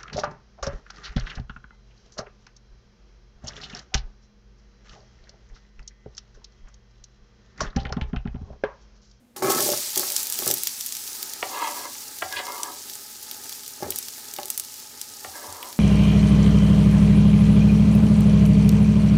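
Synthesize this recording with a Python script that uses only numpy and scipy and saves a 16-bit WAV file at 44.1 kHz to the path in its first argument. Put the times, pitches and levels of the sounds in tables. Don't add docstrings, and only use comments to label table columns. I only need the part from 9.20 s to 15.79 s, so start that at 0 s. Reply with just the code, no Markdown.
import sys
import numpy as np
from scipy import signal
from scipy.fft import rfft, irfft, next_fast_len
from scipy.io import wavfile
from scipy.ndimage import uniform_filter1d, map_coordinates

SR = 44100
rng = np.random.default_rng(int(sys.argv[2]) if len(sys.argv) > 2 else 0)


def volts(x):
    e = np.asarray(x, float) / 20
    return 10 ** e


def generate_wav(signal):
    frames = np.transpose(np.atleast_2d(signal))
    scaled = np.clip(frames, -1, 1) * 32767
    pcm = np.round(scaled).astype(np.int16)
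    wavfile.write(sys.argv[1], SR, pcm)


N = 290619
T = np.arange(N) / SR

# pitch in Hz, level in dB per Hz.
AIR_COLOUR = [(15, -30), (30, -28), (53, -31), (70, -2.5), (137, -5), (170, -17), (241, -2), (371, -23),
              (486, -15), (1150, -28.5), (15800, -39)]
AIR_DB = -57.5
# pitch in Hz, time to fall 60 dB in seconds.
ROOM_FADE = [(200, 0.53), (2000, 0.21), (10000, 0.051)]

# start in seconds, hold in seconds, level at the pot bottom in dB,
# spot hit (1 wall, 2 air, 3 rim), level there in dB.
SHOWERS = [(.168, .015, -50, 2.3, 8), (.19, .03, -42, 1, -15), (.224, 0.081, -26.5, 1.6, -2),
           (.24, 0.06, -33.5, 3, 0.5), (.32, 0.069, -28.5, 3, -4), (.4, 0.035, -31.5, 1.6, -4),
           (.46, 0.071, -33, 1, 0), (.77, 0.0043, -34, 2, -5), (.81, .12, -55, 1, 8.5),
           (1.23, .04, -41, 2, -9), (1.27, .045, -37, 2.4, -8), (4.626, .02, -34, 2, -1),
           (4.665, .03, -38, 1, -12), (5.19, 0.0057, -47, 2, 10)]
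SHOWER_RISE_S, SHOWER_FADE_DB_PER_S, POT_APART_DB = 0.024, 330, 9
# pitch in Hz, width in Hz, level in dB.
POT_PARTS = [
    [(132.6, 11.7, -6), (258, 39, -7.5), (372, 37, -2), (406.5, 37, -1.5), (680, 450, -22)],
    [(589, 28, 0.5)],
    [(758, 14, -3.5), (842, 41, 2)],
    [(1101, 24, 6), (1310, 42, 3), (1500, 100, -9), (1700, 100, -3), (2094, 27, -1.5), (2380, 34, -6.5)],
]
POT_BLOW_HZ = [453, 657, 845, 1580]
# time in seconds, level at the bottom in dB, spot hit, level there in dB.
THUDS = [(.162, -37, 3, -1), (.222, -19.5, 3, -3.5), (.281, -18.5, 2.5, 0), (.302, -20, 2.2, 3),
         (.395, -19, 1, -5.5), (.463, -29, 1.5, -5), (.49, -24, 1, 5), (.534, -28, 2.4, 6.5),
         (.572, -45, 1, 4), (.768, -31, 2.6, 0), (.798, -27, 3, -7), (.831, -32.5, 2.6, 9),
         (1.192, -31.5, 2.4, -6), (1.221, -29, 2.6, 0.5), (1.266, -21.5, 2.8, -4), (1.282, -25, 3, -7),
         (1.302, -23, 1.8, -6), (1.32, -33, 2, -4), (4.605, -41, 1, 4), (4.625, -23.5, 1.8, -0.5),
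         (4.665, -28.5, 1.5, -6), (4.689, -39, 2.5, -16), (5.178, -47, 1, -3), (5.187, -35, 1.8, 9),
         (5.244, -37.5, 2.6, -7)]
# start in seconds, hold in seconds, level in dB, pitch in Hz.
CHIMES = [(.172, .03, -47, 820), (.17, .03, -54, 1080), (.17, .015, -57, 580), (.18, .035, -41, 380),
          (.228, .03, -28, 385), (.232, .015, -43, 2280), (.235, .015, -31, 790), (.235, .02, -36, 590),
          (.24, .04, -39, 1110), (.27, .11, -36, 1303), (.27, .04, -28, 375), (.305, .015, -33, 790),
          (.32, .02, -41, 1700), (.4, .02, -29, 390), (.4, .01, -39, 1100), (.44, .01, -45, 2140),
          (.465, .01, -36, 820), (.495, .065, -36, 583), (.6, .03, -50, 583), (.8, .03, -40, 575),
          (.86, .04, -44, 583), (1.05, .03, -56, 600), (5.46, .17, -56, 850), (5.9, .05, -60, 1260)]
SING_RISE_S, SING_FADE_DB_PER_S, SING_WIDTH_HZ, SING_ROUGH = .025, 600, 45, .35

# peak time in seconds, rise in seconds,
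# fizz level in dB, fade in dB per second.
FLARES = [(.163, 0.0032, -37, 190), (.224, 0.0059, -31.5, 14), (0.303, 0.032, -21.5, 350),
          (.355, 0.073, -30, 6), (.36, 0.11, -37.5, 1), (.43, 0.17, -28.5, 64), (.77, .1, -33, 23),
          (1.28, 0.47, -31.5, 55), (2.52, .3, -41.5, 26), (3.35, 0.25, -41.5, 22), (4.31, 0.86, -41.5, 35),
          (4.79, 0.59, -39, 27), (5.4, 0.34, -44.5, 4)]
# pitch in Hz, level in dB per Hz.
FIZZ_COLOUR = [(590, -23), (1000, -10), (1290, -13.5), (2320, -8), (3000, -7), (3520, -4.5), (4590, 0.5),
               (7200, -0.5), (11300, -4.5), (14100, -3.5), (15800, -2.5)]
PATCHY_DB = 1.0
BRIGHT_HZ, BRIGHT_FOLLOWS, BRIGHT_SWAY_DB = 9000, .12, 1
SPRAY_PER_S, SPRAY_DB = 90, -14
# pitch in Hz, width in Hz, level in dB.
POT_HUM = [(231, 39, -10), (397, 75, -7.5), (852.3, 37, -2.5), (1263, 46, -6.5), (1698, 310, -13.5)]
HUM_DB, HUM_FOLLOWS, HUM_SWAY_DB = -55.5, 0.24, 2.5

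# time in seconds, peak in dB, pitch in Hz, bright edge in dB.
SPITS = [(.3212, -12, 8400, -10), (0.406, -10.5, 8040, 0), (.7595, -12, 6550, 0), (0.7763, -3.5, 9000, -2),
         (.7959, -8.5, 9700, -6), (0.9648, -1.5, 7900, -12.5), (1.0706, -19, 6600, 3),
         (1.1899, -13, 6360, 3), (1.2772, -2.5, 9250, -4.5), (1.3125, -4.5, 7300, 1), (1.34, -12, 10940, 4),
         (1.435, -10, 9900, -3), (1.4721, -7.5, 6300, 0), (1.7237, -13, 8100, -11), (2.029, -15, 6630, 0),
         (3.126, -16.5, 4800, -7), (3.433, -9, 7450, -16), (3.755, -19, 7750, -19),
         (4.113, -17.5, 5240, -.5), (4.7057, -12.5, 10400, 0.5), (4.7601, -16, 10400, -2),
         (4.787, -12, 10700, -6), (5.1386, -19.5, 8100, -1), (5.2323, -20, 4650, -5),
         (5.257, -17.5, 9000, -10), (5.3032, -5.5, 9500, -13), (5.3776, -11, 9220, -2),
         (5.3984, -9.5, 9200, -6), (5.815, -13, 7700, -8), (6.3263, -20, 8200, -18)]
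# time in seconds, peak in dB, pitch in Hz.
SPATTER = [(.4319, -19, 6720), (.9023, -14.5, 6460), (.9217, -15, 10680), (1.0318, -14.5, 9800),
           (1.1003, -15, 10940), (1.1245, -11, 9000), (1.2896, -14, 8100), (1.3034, -13, 7200),
           (1.3825, -18, 8440), (1.6096, -15.5, 6900), (1.663, -15.5, 10770), (1.7683, -19, 7670),
           (1.752, -20, 6000), (5.187, -24, 2600), (1.234, -19, 4000), (2.1361, -17, 7300),
           (2.7334, -26, 7320), (2.8321, -30, 8000), (2.9875, -21.5, 6890), (3.2684, -23, 4970),
           (4.0296, -25.5, 10940), (4.295, -20.5, 6290), (4.3265, -21, 5000), (4.4796, -22, 8790),
           (4.7225, -22, 3180), (4.885, -19, 6000), (5.1644, -20.5, 5260), (5.4493, -26, 7840),
           (5.542, -25, 6630), (6.429, -22, 2800), (1.2614, -14, 10900), (5.283, -24, 6520)]
# time in seconds, peak in dB, pitch in Hz.
TICKS = [(0.165, -25, 4280), (0.3491, -12, 5570), (0.4784, -14, 7050), (0.4898, -9, 8050),
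         (0.5197, -11, 9240), (0.5274, -14, 4740), (0.6064, -15, 8480), (0.6604, -17, 4380),
         (1.8397, -18, 7050), (1.8771, -16, 5650), (2.4199, -18, 5490), (3.3214, -19, 5010),
         (3.3807, -20, 7350), (3.6985, -17, 4930), (3.7354, -19, 6980), (4.2433, -22, 7680),
         (4.4348, -22, 5110), (4.4638, -19, 5900), (4.6314, -19, 5530), (4.8284, -19, 6680),
         (5.0873, -26, 7810), (5.2001, -20, 6510), (5.438, -21, 6030), (5.6012, -23, 6850),
         (6.1684, -26, 11000), (6.4887, -26, 10500), (6.5286, -20, 5330)]
SMALL_EDGE_DB, TICKS_DB = -2.5, -5
WALL_SHARE, SPAN = 0.35, 96

# time in seconds, level in dB.
BOOMS = [(0.261, -50), (.4, -50), (0.518, -39), (1.279, -38), (2.261, -53), (2.718, -49), (3.039, -39),
         (3.149, -44), (4.638, -31), (4.7, -42), (6.07, -40), (6.278, -36.5), (6.321, -40)]
# pitch in Hz, width in Hz, level in dB.
COUNTER_MODES = [(83, 8.7, 0.5)]

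# time in seconds, peak in dB, bright edge in dB, low notes in dB.
KNOCKS = [
    (2.227, -19, -3, 7),
    (2.752, -45, 2, -24),
    (3.021, -21, -7, -2),
    (3.024, -17, -11, 0),
    (3.198, -31, -15, 8),
    (6.046, -27, -9, 4),
]
# pitch in Hz, width in Hz, level in dB.
FREE_BOARD = [(668, 20, -10.5), (760, 8.2, 1.5), (860, 18, -2), (1028, 40, -13), (1186, 21, -8.5),
              (1320, 8.2, -17), (1398, 61, -8), (1634, 12, -16), (1846, 99, -0.5)]
# start in seconds, hold in seconds, pressure in dB,
# spot (1 third, 2 fourth, 3 grit), level there in dB.
DRAGS = [(2.31, 0.034, -40.5, 2, -8.5), (2.35, 0.066, -35, 2.5, -6.5), (2.425, 0.057, -32, 2.4, -6.5),
         (2.53, .03, -43, 2.4, -8), (2.575, 0.031, -41.5, 1.5, -4.5), (2.64, 0.02, -41.5, 1.7, -4),
         (3.125, .045, -45.5, 1, 6.5), (3.17, 0.013, -46, 3, 10), (3.19, 0.017, -38, 0.92, -1),
         (3.265, 0.034, -39, 2, -7), (3.32, .1, -42, 2, -10), (3.45, 0.048, -40.5, 1, -9),
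         (6.14, 0.096, -51.5, 0.7, 1.5), (6.25, 0.047, -45.5, 1, -9), (6.33, 0.032, -48, 2, -7),
         (6.37, .13, -46.5, 2, -12)]
DRAG_RISE_S, DRAG_FADE_DB_PER_S, BOARD_APART_DB = 0.085, 400, 5.5
# pitch in Hz, width in Hz, level in dB.
BOARD_PARTS = [
    [(800, 130, -11), (965, 110, -3), (1150, 90, -4), (1320, 150, -9)],
    [(1647, 130, 18)],
    [(1900, 300, 20), (2128, 200, 27)],
    [(2470, 560, 9), (3350, 260, 10), (3760, 280, 9), (4830, 1100, 5.5)],
    [(86, 23, -5), (269, 72, 1), (419, 122, 1.5), (573, 66, 4), (740, 64, 2.5)],
]
# start in seconds, hold in seconds, level in dB, pitch in Hz.
CATCHES = [(2.23, .012, -33, 964), (2.24, .04, -45, 781), (2.345, .02, -42, 1160), (2.345, .01, -48, 2750),
           (2.38, .015, -38, 990), (2.36, .12, -47, 1680), (2.425, .07, -33, 960), (2.425, .05, -38, 1160),
           (2.45, .01, -45, 2150), (2.465, .01, -45, 2660), (2.48, .015, -46, 2110), (2.58, .03, -43, 960),
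           (2.64, .04, -43, 950), (2.625, .045, -49, 2110), (2.65, .02, -49, 1650),
           (3.023, .008, -35, 1620), (3.023, .005, -41, 680), (3.055, .01, -47, 781),
           (3.135, .065, -41, 1640), (3.195, .015, -43, 571), (3.265, .04, -43, 960),
           (3.265, .09, -49, 2120), (3.32, .025, -47, 1380), (3.335, .015, -45, 1000),
           (3.36, .015, -48, 1260), (3.38, .015, -51, 2960), (3.39, .025, -46, 1100),
           (3.42, .015, -45, 950), (3.46, .04, -43, 980), (3.48, .015, -47, 1270), (6.055, .04, -46, 790),
           (6.15, .07, -52, 1660), (6.165, .01, -54, 1850), (6.17, .04, -55, 1320), (6.19, .03, -55, 680),
           (6.25, .015, -50, 970), (6.26, .015, -52, 1150), (6.28, .015, -51, 280), (6.33, .03, -55, 1380),
           (6.35, .06, -48, 947), (6.42, .01, -51, 1060), (6.465, .03, -50, 1020), (6.47, .03, -54, 850)]

# pitch in Hz, level in dB.
MAINS = [(48.6, -76), (97, -75)]
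LOW_HZ, TOP_HZ = 88, 15600


def unit(x):
    return x / np.sqrt(np.mean(x ** 2) + 1e-20)


def along(points, hz):
    point_hz, value = np.transpose(points)
    return np.interp(np.log(hz + 1), np.log(point_hz + 1), value)


def wobble(rate):
    return map_coordinates(rng.standard_normal(int(N * rate / SR) + 4), [T * rate])


def filtered(x, response):
    m = next_fast_len(N + SR // 2)
    return irfft(rfft(x, m) * response(np.fft.rfftfreq(m, 1 / SR)), m)[..., :N]


def ring(x, modes):
    def response(f):
        total = 0
        for k, (hz, width, db) in enumerate(modes):
            push = 1j * f * width
            total = total + (-1) ** k * volts(db) * push / (hz * hz - f * f + push)
        return total
    return filtered(x, response)


def taps(rate, spread_db):
    hit = rng.random(N) < rate / SR
    return hit * rng.standard_normal(N) * volts(spread_db * rng.exponential(size=N))


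def bursts(s, gain, hz, cycles):
    turns = hz[:, None] * np.arange(SPAN) / SR
    u = turns / cycles
    wave = gain[:, None] * np.sin(2 * np.pi * turns) * u * np.exp(1 - u)
    at = np.round(s * SR).astype(int)[:, None] + np.arange(SPAN)
    return np.bincount(at.ravel(), wave.ravel(), N + SPAN)[:N]


def in_pot(x, scatter_db, t60):
    t = np.arange(SR // 20) / SR
    echo = volts(scatter_db - 60 * t / t60) * rng.standard_normal(len(t))
    echo = echo * (rng.random(len(t)) < WALL_SHARE) * (t > .0002)
    echo[0] = 1
    return signal.fftconvolve(x, echo)[:N]


def from_spots(x, count, stay, scatter_db, t60):
    spot = rng.integers(0, count, N // stay + 1).repeat(stay)[:N]
    return sum(in_pot(x * (spot == k), scatter_db, t60) for k in range(count))


def swell(s, rise_s, hold_s, fade_db):
    climb = 40 * np.maximum(s - T, 0) / rise_s
    fade = fade_db * np.maximum(T - s - hold_s, 0)
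    return np.maximum(-climb - fade, -200)


def parts(spot, there_db, apart_db):
    return volts(there_db - apart_db * np.abs(np.subtract.outer([1, 2, 3], spot)))


def strokes(rows, rise_s, fade_db, apart_db):
    power = 0
    for s, hold_s, db, spot, there_db in rows:
        share = np.append(1, parts(spot, there_db, apart_db))
        power = power + np.outer(share, volts(db + swell(s, rise_s, hold_s, fade_db))) ** 2
    return np.sqrt(power)


def sing(rows):
    x, t = np.zeros(N + SR), np.arange(SR // 4) / SR
    shiver = 1 + SING_ROUGH * (wobble(SING_WIDTH_HZ) + 1j * wobble(SING_WIDTH_HZ))
    starts = rng.integers(0, N - len(t), len(rows))
    climb_db = 40 * np.maximum(1 - t / SING_RISE_S, 0)
    for (s, hold_s, db, hz), start in zip(rows, starts):
        fade_db = SING_FADE_DB_PER_S * np.maximum(t - SING_RISE_S - hold_s, 0)
        tone = np.real(shiver[start:][:len(t)] * np.exp(2j * np.pi * hz * t))
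        x[round((s - SING_RISE_S) * SR):][:len(t)] += volts(db - climb_db - fade_db) * tone
    return x[:N]


def patchy(x):
    z = signal.stft(x, nperseg=256)[2]
    field = uniform_filter1d(rng.standard_normal(z.shape), size=7, axis=0)
    field = uniform_filter1d(field, size=8, axis=1)
    return signal.istft(z * volts(PATCHY_DB * unit(field)), nperseg=256)[1][:N]


def kitchen_air():
    noise = rng.standard_normal(N)
    return volts(AIR_DB) * unit(filtered(noise, lambda hz: volts(along(AIR_COLOUR, hz))))


def room(x):
    hz, t, z = signal.stft(rng.standard_normal(SR // 2), SR, nperseg=256)
    fading = z * volts(-60 * t / along(ROOM_FADE, hz)[:, None])
    tail = signal.istft(fading, SR, nperseg=256)[1]
    return signal.fftconvolve(np.pad(x, (300, 0)), tail / np.linalg.norm(tail))[:N]


def onions():
    rain = [unit(ring(taps(600, 1.6) + 0.05 * rng.standard_normal(N), modes)) for modes in POT_PARTS]
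    gains = strokes(SHOWERS, SHOWER_RISE_S, SHOWER_FADE_DB_PER_S, POT_APART_DB)
    x = volts(-1.5) * np.sum(gains * rain, axis=0)
    s, db, spot, there_db = np.transpose(THUDS)
    shares = [1, *parts(spot, there_db, POT_APART_DB)]
    for modes, share, hz in zip(POT_PARTS, shares, POT_BLOW_HZ):
        blow = bursts(s, volts(db) * share, hz + 0 * s, cycles=0.28)
        x = x + volts(15.5) * ring(blow, modes) + 0.7 * blow
    return x + sing(CHIMES)


def sizzle():
    fizz = np.sqrt(sum(volts(db + swell(s, rise_s, 0, fade_db)) ** 2 for s, rise_s, db, fade_db in FLARES))
    heat = fizz / np.median(fizz)
    colour = lambda hz: volts(along(FIZZ_COLOUR, hz))
    hiss = unit(patchy(filtered(rng.standard_normal(N), colour)))

    draw = rng.random((9000, 3))
    pitch_hz = np.clip(9000 * np.exp(0.88 * (draw[:, 1] - .4)), 2000, 16000)
    size_db = np.minimum(-5.5 * np.log(draw[:, 2]), 18)
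    pops = bursts(draw[:, 0] * N / SR, volts(size_db), pitch_hz, cycles=0.35)
    crackle = unit(filtered(from_spots(pops, 5, 256, 1, 0.0083), colour))
    spray = unit(ring(in_pot(taps(SPRAY_PER_S, 2.5), -8, .012), [(13500, 5000, 0)]))
    steam = volts(.1) * hiss + volts(-4.5) * crackle + volts(SPRAY_DB) * spray

    top = filtered(steam, lambda hz: 1 / (1 + (BRIGHT_HZ / (hz + 1)) ** 4))
    bright = heat ** BRIGHT_FOLLOWS * volts(BRIGHT_SWAY_DB * wobble(7))
    clumps = volts(0.54 * wobble(13) + 0.55 * wobble(45))
    hum = volts(HUM_DB + HUM_SWAY_DB * wobble(6)) * heat ** HUM_FOLLOWS * (T > FLARES[0][0])
    metal = unit(ring(taps(1500, 1.1), POT_HUM))
    return fizz * clumps * (steam + (bright - 1) * top) + volts(1.5) * np.minimum(hum, volts(-50.0)) * metal


def spits():
    small = [(*row, SMALL_EDGE_DB) for row in SPATTER]
    smallest = [(s, db + TICKS_DB, hz, SMALL_EDGE_DB) for s, db, hz in TICKS]
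    s, db, hz, edge_db = np.transpose([*SPITS, *small, *smallest])
    lead_s = rng.uniform(0.00021, .0018, len(s))
    tick = bursts(s - lead_s, volts(db - 5), 1.3 * hz, cycles=.5)
    crack = bursts(s - .0002, volts(db + 4.5), hz, cycles=0.37)
    edge = bursts(s - .0002, volts(db + edge_db + 11.0), 13500 + 0 * hz, cycles=0.39)
    echoed = from_spots(tick + crack + edge, 8, 512, -17, .026)
    return filtered(echoed, lambda f: (1j * f / (1500 + 1j * f)) ** 3)


def counter():
    s, db = np.transpose(BOOMS)
    push = bursts(s, volts(db + 38.5), 250 + 0 * s, cycles=0.06)
    return ring(ring(push, COUNTER_MODES), [(100, 37, 0)])


def board_knocks():
    s, db, edge_db, low_db = np.transpose(KNOCKS)
    s = s + 0.00046
    blow = bursts(s, volts(db), 1200 + 0 * s, cycles=0.36)
    edge = bursts(s, volts(db + edge_db), 2500 + 0 * s, cycles=0.41)
    under = bursts(s, volts(db + low_db), 700 + 0 * s, cycles=0.29)
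    body = 7.5 * ring(blow, FREE_BOARD) + 0.8 * ring(under, BOARD_PARTS[4]) + 0.31 * under
    return in_pot(0.35 * blow + 1.73 * edge, -7.0, 0.015) + body


def board_drag():
    slips = volts(1.26 * wobble(55)) * (taps(2500, 1.0) + 0.21 * rng.standard_normal(N))
    shaken = [unit(ring(ring(slips, modes), modes) * volts(1.3 * wobble(40))) for modes in BOARD_PARTS]
    middle, third, fourth, grit, lower = shaken
    press, up, top, fine = strokes(DRAGS, DRAG_RISE_S, DRAG_FADE_DB_PER_S, BOARD_APART_DB)
    x = volts(1.5) * (press * middle + up * third + 0.65 * top * fourth + fine * grit)
    x = x + volts(-24) * press ** 0.55 * lower
    return x + sing(CATCHES)


def scene():
    near = onions() + spits()
    plank = board_knocks() + board_drag()
    echo = room(volts(-12.0) * plank + volts(-16) * near)
    return (near + plank + echo + counter() + sizzle() + kitchen_air())[None]


def top_cut(x):
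    return signal.sosfilt(signal.butter(12, 16960, fs=SR, output="sos"), x)


def record(dry):
    band = lambda hz: (1j * hz / (LOW_HZ + 1j * hz)) ** 3 / (1 + (hz / TOP_HZ) ** 90)
    hum = sum(volts(db + 4.5) * np.sin(2 * np.pi * hz * T) for hz, db in MAINS)
    rounded = dry / (1 + np.abs(dry / .8) ** 4) ** (1 / 4)
    mix = filtered(rounded, band) + hum
    return top_cut(mix)


dry = scene()
out = record(dry)
generate_wav(out)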